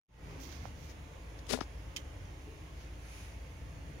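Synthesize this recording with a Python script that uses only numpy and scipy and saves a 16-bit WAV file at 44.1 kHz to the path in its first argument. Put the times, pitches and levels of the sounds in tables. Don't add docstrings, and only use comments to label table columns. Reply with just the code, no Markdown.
import sys
import numpy as np
from scipy import signal
from scipy.fft import rfft, irfft
from scipy.io import wavfile
from scipy.ndimage import uniform_filter1d

SR = 44100
rng = np.random.default_rng(int(sys.argv[2]) if len(sys.argv) > 2 else 0)


def output_pcm(signal):
    pcm = np.clip(np.atleast_2d(signal).T, -1, 1) * 32767
    wavfile.write(sys.argv[1], SR, np.round(pcm).astype(np.int16))


N = 176400
TIME = np.arange(N) / SR

def amp(db):
    return 10 ** (np.asarray(db) / 20)

def unit(x):
    return x / np.sqrt(np.mean(x ** 2) + 1e-20)

def at_hz(points, hz):
    f, *columns = np.transpose(points)
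    return np.array([np.interp(np.log(hz + 1), np.log(f + 1), column) for column in columns])

def at_time(points):
    return np.interp(TIME, *np.transpose(points))

def panned(side_db):
    return amp(np.minimum([[side_db], [-side_db]], 0))

def add(mix, start, sound):
    part = mix[:, round(start * SR):][:, :sound.shape[1]]
    part += sound[:, :part.shape[1]]

def coloured(x, spectrum, tilt_db=0):
    hz = np.fft.rfftfreq(x.shape[-1], 1 / SR)
    octaves = np.log2(np.maximum(hz, 500) / 4000)
    low_cut = hz ** 2 / (hz ** 2 + (spectrum[0][0] / 2) ** 2)
    return unit(irfft(rfft(x) * low_cut * amp(at_hz(spectrum, hz) + tilt_db * octaves), x.shape[-1]))

def drift(rate_hz):
    low_pass = np.exp(-(np.fft.rfftfreq(N, 1 / SR) / rate_hz) ** 2)
    return unit(irfft(rfft(rng.standard_normal(N)) * low_pass, N))

def tone(hz):
    return np.sqrt(2) * np.sin(2 * np.pi * np.cumsum(hz) / SR)

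def stroke(peak, rise, fall):
    return np.exp(-.5 * ((TIME - peak) / np.where(TIME < peak, rise, fall)) ** 2)

def friction(per_s, spread_db, hiss):
    slips = (rng.random((2, N)) < per_s / SR) * rng.choice([-1, 1], (2, N))
    sizes = amp(spread_db * np.minimum(rng.exponential(1, (2, N)), 4))
    return unit(unit(slips * sizes) + hiss * rng.standard_normal((2, N)))

def ring(modes, t, scatter):
    return sum(amp(db - 60 * t / t60) * np.sin(2 * np.pi * (hz * t + scatter * rng.random((2, 1))))
               for hz, db, t60 in modes)

# (frequency [Hz], left density [dB/Hz], right density [dB/Hz])
CABIN_SPECTRUM = [(27, -82, -84), (40, -87, -91), (50, -72.5, -73), (76, -67, -68), (108.8, -71.5, -71.5),
                  (125, -77, -78.5), (154.4, -73.5, -75.5), (189.5, -84.5, -84.5), (253, -83.5, -87.5),
                  (290.7, -76, -77), (335, -86, -86), (450, -84, -85), (730, -88, -88.5),
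                  (1370, -94.5, -93.5), (2280, -99, -88.5), (3300, -100, -96.5), (4050, -101.5, -104),
                  (5200, -102, -104), (6750, -107, -98), (7930, -113, -118), (8480, -112, -126),
                  (9810, -102, -120), (11600, -115, -114)]
# (frequency [Hz], correlation [1])
CABIN_CORRELATION = [(60, 1), (150, 0.91), (380, 0.72), (950, -0.015), (2380, -0.032), (5980, 0.3),
                     (15000, 0.1)]
# (time [s], gain [dB])
MID_GAIN = [(.2, 2), (.5, 3), (.8, 0.5), (1.3, 1), (1.9, 1), (2.2, 0), (3.65, -1), (4, 2.5)]
# (time [s], gain [dB])
UPPER_BASS_GAIN = [(.3, 4), (1.2, -1), (3.6, 1), (3.85, 5)]
def cabin():
    size, hop = 4096, 1024
    hz, t = np.fft.rfftfreq(size, 1 / SR), np.arange(N // hop + 3) * hop / SR
    a, b, c, d, patches = rng.standard_normal((len(t), len(hz), 5)).T
    correlation = at_hz(CABIN_CORRELATION, hz).T
    left = a + 1j * b
    right = correlation * left + np.sqrt(1 - correlation ** 2) * (c + 1j * d)
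    ripple = unit(uniform_filter1d(rng.standard_normal((2, len(hz))), size=3, axis=1))
    colour_db = at_hz(CABIN_SPECTRUM, hz) + 1.67 * ripple / (1 + hz / 3000) * (hz > 330)
    patches = uniform_filter1d(patches, size=10, axis=0)
    flicker_db = 1.54 * unit(uniform_filter1d(patches, size=5, axis=1))
    level_db = colour_db[..., None] + flicker_db
    for curve, centre_hz, octaves in [(MID_GAIN, 694, 1.5), (UPPER_BASS_GAIN, 154, .6)]:
        band = np.exp(-(np.log2((hz + 1) / centre_hz) / octaves) ** 2)
        level_db += np.outer(band, np.interp(t, *np.transpose(curve)))
    noise = signal.istft(np.array([left, right]) * amp(level_db), nperseg=size, noverlap=size - hop)[1]
    return noise[:, :N] * np.sqrt(1.5 * SR / size)

# (time [s], frequency [Hz], level [dB])
DEEP_TONE = [(.2, 54.7, -49.5), (.57, 47.4, -58), (1, 47.5, -56), (1.23, 54.3, -49.5), (1.89, 54.7, -45),
             (1.99, 48.4, -57.5), (2.21, 47.5, -49), (2.49, 48.1, -52.5), (2.63, 55, -61),
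             (2.74, 55.85, -48.5), (4, 56, -50.5)]
# (time [s], level [dB])
HUM_LEVEL = [(.3, -67), (.62, -46.5), (.9, -51), (1.6, -55), (2.13, -51), (2.45, -54)]
# (frequency [Hz], level [dB], late swell [dB])
WHINE_PARTIALS = [(667, -78, 8.5), (889, -75.5, 1)]
def drone():
    times, pitch, level = np.transpose(DEEP_TONE)
    deep = amp(np.interp(TIME, times, level)) * tone(np.interp(TIME, times, pitch))
    hum = amp(at_time(HUM_LEVEL)) * tone(hz=71 + 0.86 * drift(rate_hz=5.6))
    swell = stroke(peak=3.364, rise=0.28, fall=0.28)
    whine = sum(amp(db + swell_db * swell + 2 * drift(rate_hz=6.7)) * tone(hz + 2 * drift(rate_hz=9.3))
                for hz, db, swell_db in WHINE_PARTIALS)
    return deep + hum + whine

# (peak time [s], centre frequency [Hz], level [dB])
HOLLOW_SWELLS = [(.3, 400, -59.5), (.45, 281, -57), (.67, 232, -55.5), (2.53, 418, -59.5)]
def swells(width_hz=55):
    hz, out = np.fft.rfftfreq(N, 1 / SR), np.zeros(N)
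    for peak, centre, db in HOLLOW_SWELLS:
        band = irfft(rfft(rng.standard_normal(N)) / (1 + ((hz - centre) / width_hz) ** 2) ** 2, N)
        out += amp(db) * stroke(peak, rise=0.065, fall=0.065) * unit(band)
    return out

# (peak time [s], rise [s], fall [s], level [dB], leftward pan [dB], tilt [dB/octave])
SLEEVE_BRUSHES = [(.435, 0.024, 0.036, -49, -15, 1.5), (.53, 0.04, 0.044, -50, -13, -2),
                  (.65, 0.057, 0.039, -54.5, -14, -3), (.33, 0.044, 0.12, -61, 0, -5),
                  (.845, 0.055, 0.035, -57.5, -10, 0.5), (.903, 0.013, 0.016, -52.5, 9, -1.5),
                  (1.392, 0.002, 0.0033, -52, 3, -1), (2.82, .04, .04, -61, -1, -3.5)]
# (frequency [Hz], relative level [dB])
CLOTH_SPECTRUM = [(400, -17), (1000, -7), (2400, -3), (4000, -1.5), (6300, 2.5), (8200, -15.5),
                  (10500, -16), (13000, -9.5), (15500, -11)]
# (frequency [Hz], left gain [dB], right gain [dB])
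SLIDE_SPECTRUM = [(599.6, -3, -5), (1402, -3, -6), (2440, -6, 8.5), (2980, -4, -0.5), (4300, -4, -7),
                  (5630, 0, -10), (6400, -7, 3.5), (8460, -14, -27), (9050, -3.5, -29), (10600, -1.5, -22),
                  (11500, -11, -21), (15500, -22, -14)]
def sleeve():
    out = np.zeros((2, N))
    for peak, rise, fall, db, side_db, tilt_db in SLEEVE_BRUSHES:
        rub = coloured(friction(per_s=1400, spread_db=5.5, hiss=1.6), CLOTH_SPECTRUM, tilt_db)
        out += amp(db) * panned(side_db) * stroke(peak, rise, fall) * rub
    slide = coloured(friction(per_s=4800, spread_db=3.0, hiss=1.8), SLIDE_SPECTRUM)
    return out + amp(-55) * stroke(peak=3.18, rise=0.11, fall=0.11) * slide

ATTACK_S = 0.00016
# (time [s], level [dB], frequency [Hz], T60 [s], leftward pan [dB], ring gain [dB])
HAND_BUMPS = [(0.655, -29, 750, 0.0081, -17, -34), (1.509, -26.5, 450, 0.025, 24, -28),
              (1.5213, -32.5, 255, 0.051, 30, -9), (1.5325, -23.5, 512, 0.018, 30, -21),
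              (1.5376, -19, 620, 0.009, 38, -11), (1.5465, -23.5, 432, 0.048, 35, -14.5),
              (1.5754, -31.5, 730, 0.0066, 5, -31), (1.589, -27, 560, 0.012, 25, -39),
              (1.6114, -19.5, 1020, 0.0032, 16, -49), (1.6134, -23, 253, 0.0089, 30, -45)]
# (frequency [Hz], relative level [dB], T60 [s])
CASING_MODES = [(256, 2.5, 0.15), (419, 0, 0.058), (488, 0, 0.064), (615, -3, 0.048), (995, -7, .06),
                (1410, -2, 0.066), (1700, -7.5, 0.086), (2970, -27, .08)]
# (frequency [Hz], relative level [dB])
CONTACT_SPECTRUM = [(300, -3), (1300, 3.5), (3000, -4.5), (5800, 0), (7500, -20), (10000, -25),
                    (13000, -33)]
def bumps(cutoff_ratio=1.9, snap_db=-8.5, snap_s=0.00061):
    out, t = np.zeros((2, N)), np.arange(SR // 4) / SR
    onset = 1 - np.exp(-t / ATTACK_S)
    for start, db, hz, t60, side_db, ring_db in HAND_BUMPS:
        phase = np.arctan(np.log(1000) / t60 / (2 * np.pi * hz))
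        push = np.cos(2 * np.pi * hz * t + phase) * amp(-60 * t / t60)
        pole = np.exp(-2 * np.pi * cutoff_ratio * hz / SR)
        push = signal.lfilter([(1 - pole) ** 2], [1, -2 * pole, pole ** 2], push)
        noise = coloured(rng.standard_normal((2, len(t))), CONTACT_SPECTRUM, tilt_db=-1)
        snap = amp(snap_db) * np.exp(-t / snap_s) * noise
        casing = amp(ring_db) * ring(CASING_MODES, t, scatter=0.14)
        add(out, start, amp(db) * panned(side_db) * (push / abs(push).max() + onset * (snap + casing)))
    return out

# (time [s], level [dB], leftward pan [dB])
PART_CONTACTS = [(1.4672, -51.5, 2), (1.9630, -33.5, -4), (1.9643, -34.5, -15), (1.9686, -35.5, -3.5)]
# (frequency [Hz], relative level [dB], T60 [s])
PART_MODES = [(2154, -5, .14), (2430, -2, 0.082), (3050, -5, .1), (3130, 3.5, 0.082), (3470, 2, 0.043),
              (4020, -10, .07), (5100, 7.5, 0.032), (6586, 8.5, 0.029), (7214, -6, 0.056)]
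# (frequency [Hz], left gain [dB], right gain [dB])
CLATTER_SPECTRUM = [(1200, -28, -25), (2060, -4, 3.5), (3340, 2, 6), (4400, 0, -2), (6660, -1, 3),
                    (8400, -3, -29), (10100, -3, -22), (11200, -10, -27), (12500, -12, -13)]
def clack(clatter_t60=0.02, footwell_t60=0.14, footwell_db=-12.5, ring_db=-12):
    out, t = np.zeros((2, N)), np.arange(SR // 4) / SR
    onset = 1 - np.exp(-t / ATTACK_S)
    decay = amp(-60 * t / clatter_t60) + amp(footwell_db - 60 * t / footwell_t60)
    for start, db, side_db in PART_CONTACTS:
        clatter = decay * coloured(rng.standard_normal((2, len(t))), CLATTER_SPECTRUM)
        ringing = amp(ring_db) * onset * ring(PART_MODES, t, scatter=1)
        add(out, start, amp(db) * panned(side_db) * (clatter + ringing))
    return out

# (time [s], level [dB])
SCRAPE_LEVEL = [(1.478, -62), (1.490, -43), (1.499, -33.5), (1.510, -29), (1.517, -37), (1.525, -31),
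                (1.533, -27.5), (1.543, -34), (1.56, -41.5), (1.577, -47), (1.60, -57), (1.65, -63)]
# (frequency [Hz], relative level [dB])
SCRAPE_SPECTRUM = [(150, 0.5), (400, 6), (800, -4), (1200, -4), (1700, -1), (3500, -0.5), (5300, -0.5),
                   (7000, -4.5), (8300, -10), (10000, -5), (12000, -17), (15500, -22)]
# (peak time [s], rise [s], fall [s], level [dB])
HAND_SCUFFS = [(1.6086, 0.0012, .002, -33.5), (1.618, 0.0044, 0.011, -44)]
def scrape():
    level = amp(at_time(SCRAPE_LEVEL)) * (TIME > SCRAPE_LEVEL[0][0]) * (TIME < SCRAPE_LEVEL[-1][0])
    rub = friction(per_s=4500, spread_db=-1, hiss=0.97)
    scuffs = sum(amp(db) * stroke(peak, rise, fall) for peak, rise, fall, db in HAND_SCUFFS)
    drag = level * coloured(rub, SCRAPE_SPECTRUM)
    return panned(side_db=38) * (drag + scuffs * coloured(rub, CONTACT_SPECTRUM))

def scene():
    return cabin() + drone() + swells() + sleeve() + bumps() + clack() + scrape()

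# (time [s], gain [dB])
FADE_GAIN = [(.075, -60), (.09, -22.5), (.14, -12.5), (.2, -5.5), (.25, -1)]
def record(dry, cutoff_hz=15850):
    low_pass = signal.firwin(511, cutoff_hz, window=("kaiser", 9), fs=SR)
    return signal.oaconvolve(dry * amp(at_time(FADE_GAIN)), low_pass[None], "same")

dry = scene()
out = record(dry)
output_pcm(out)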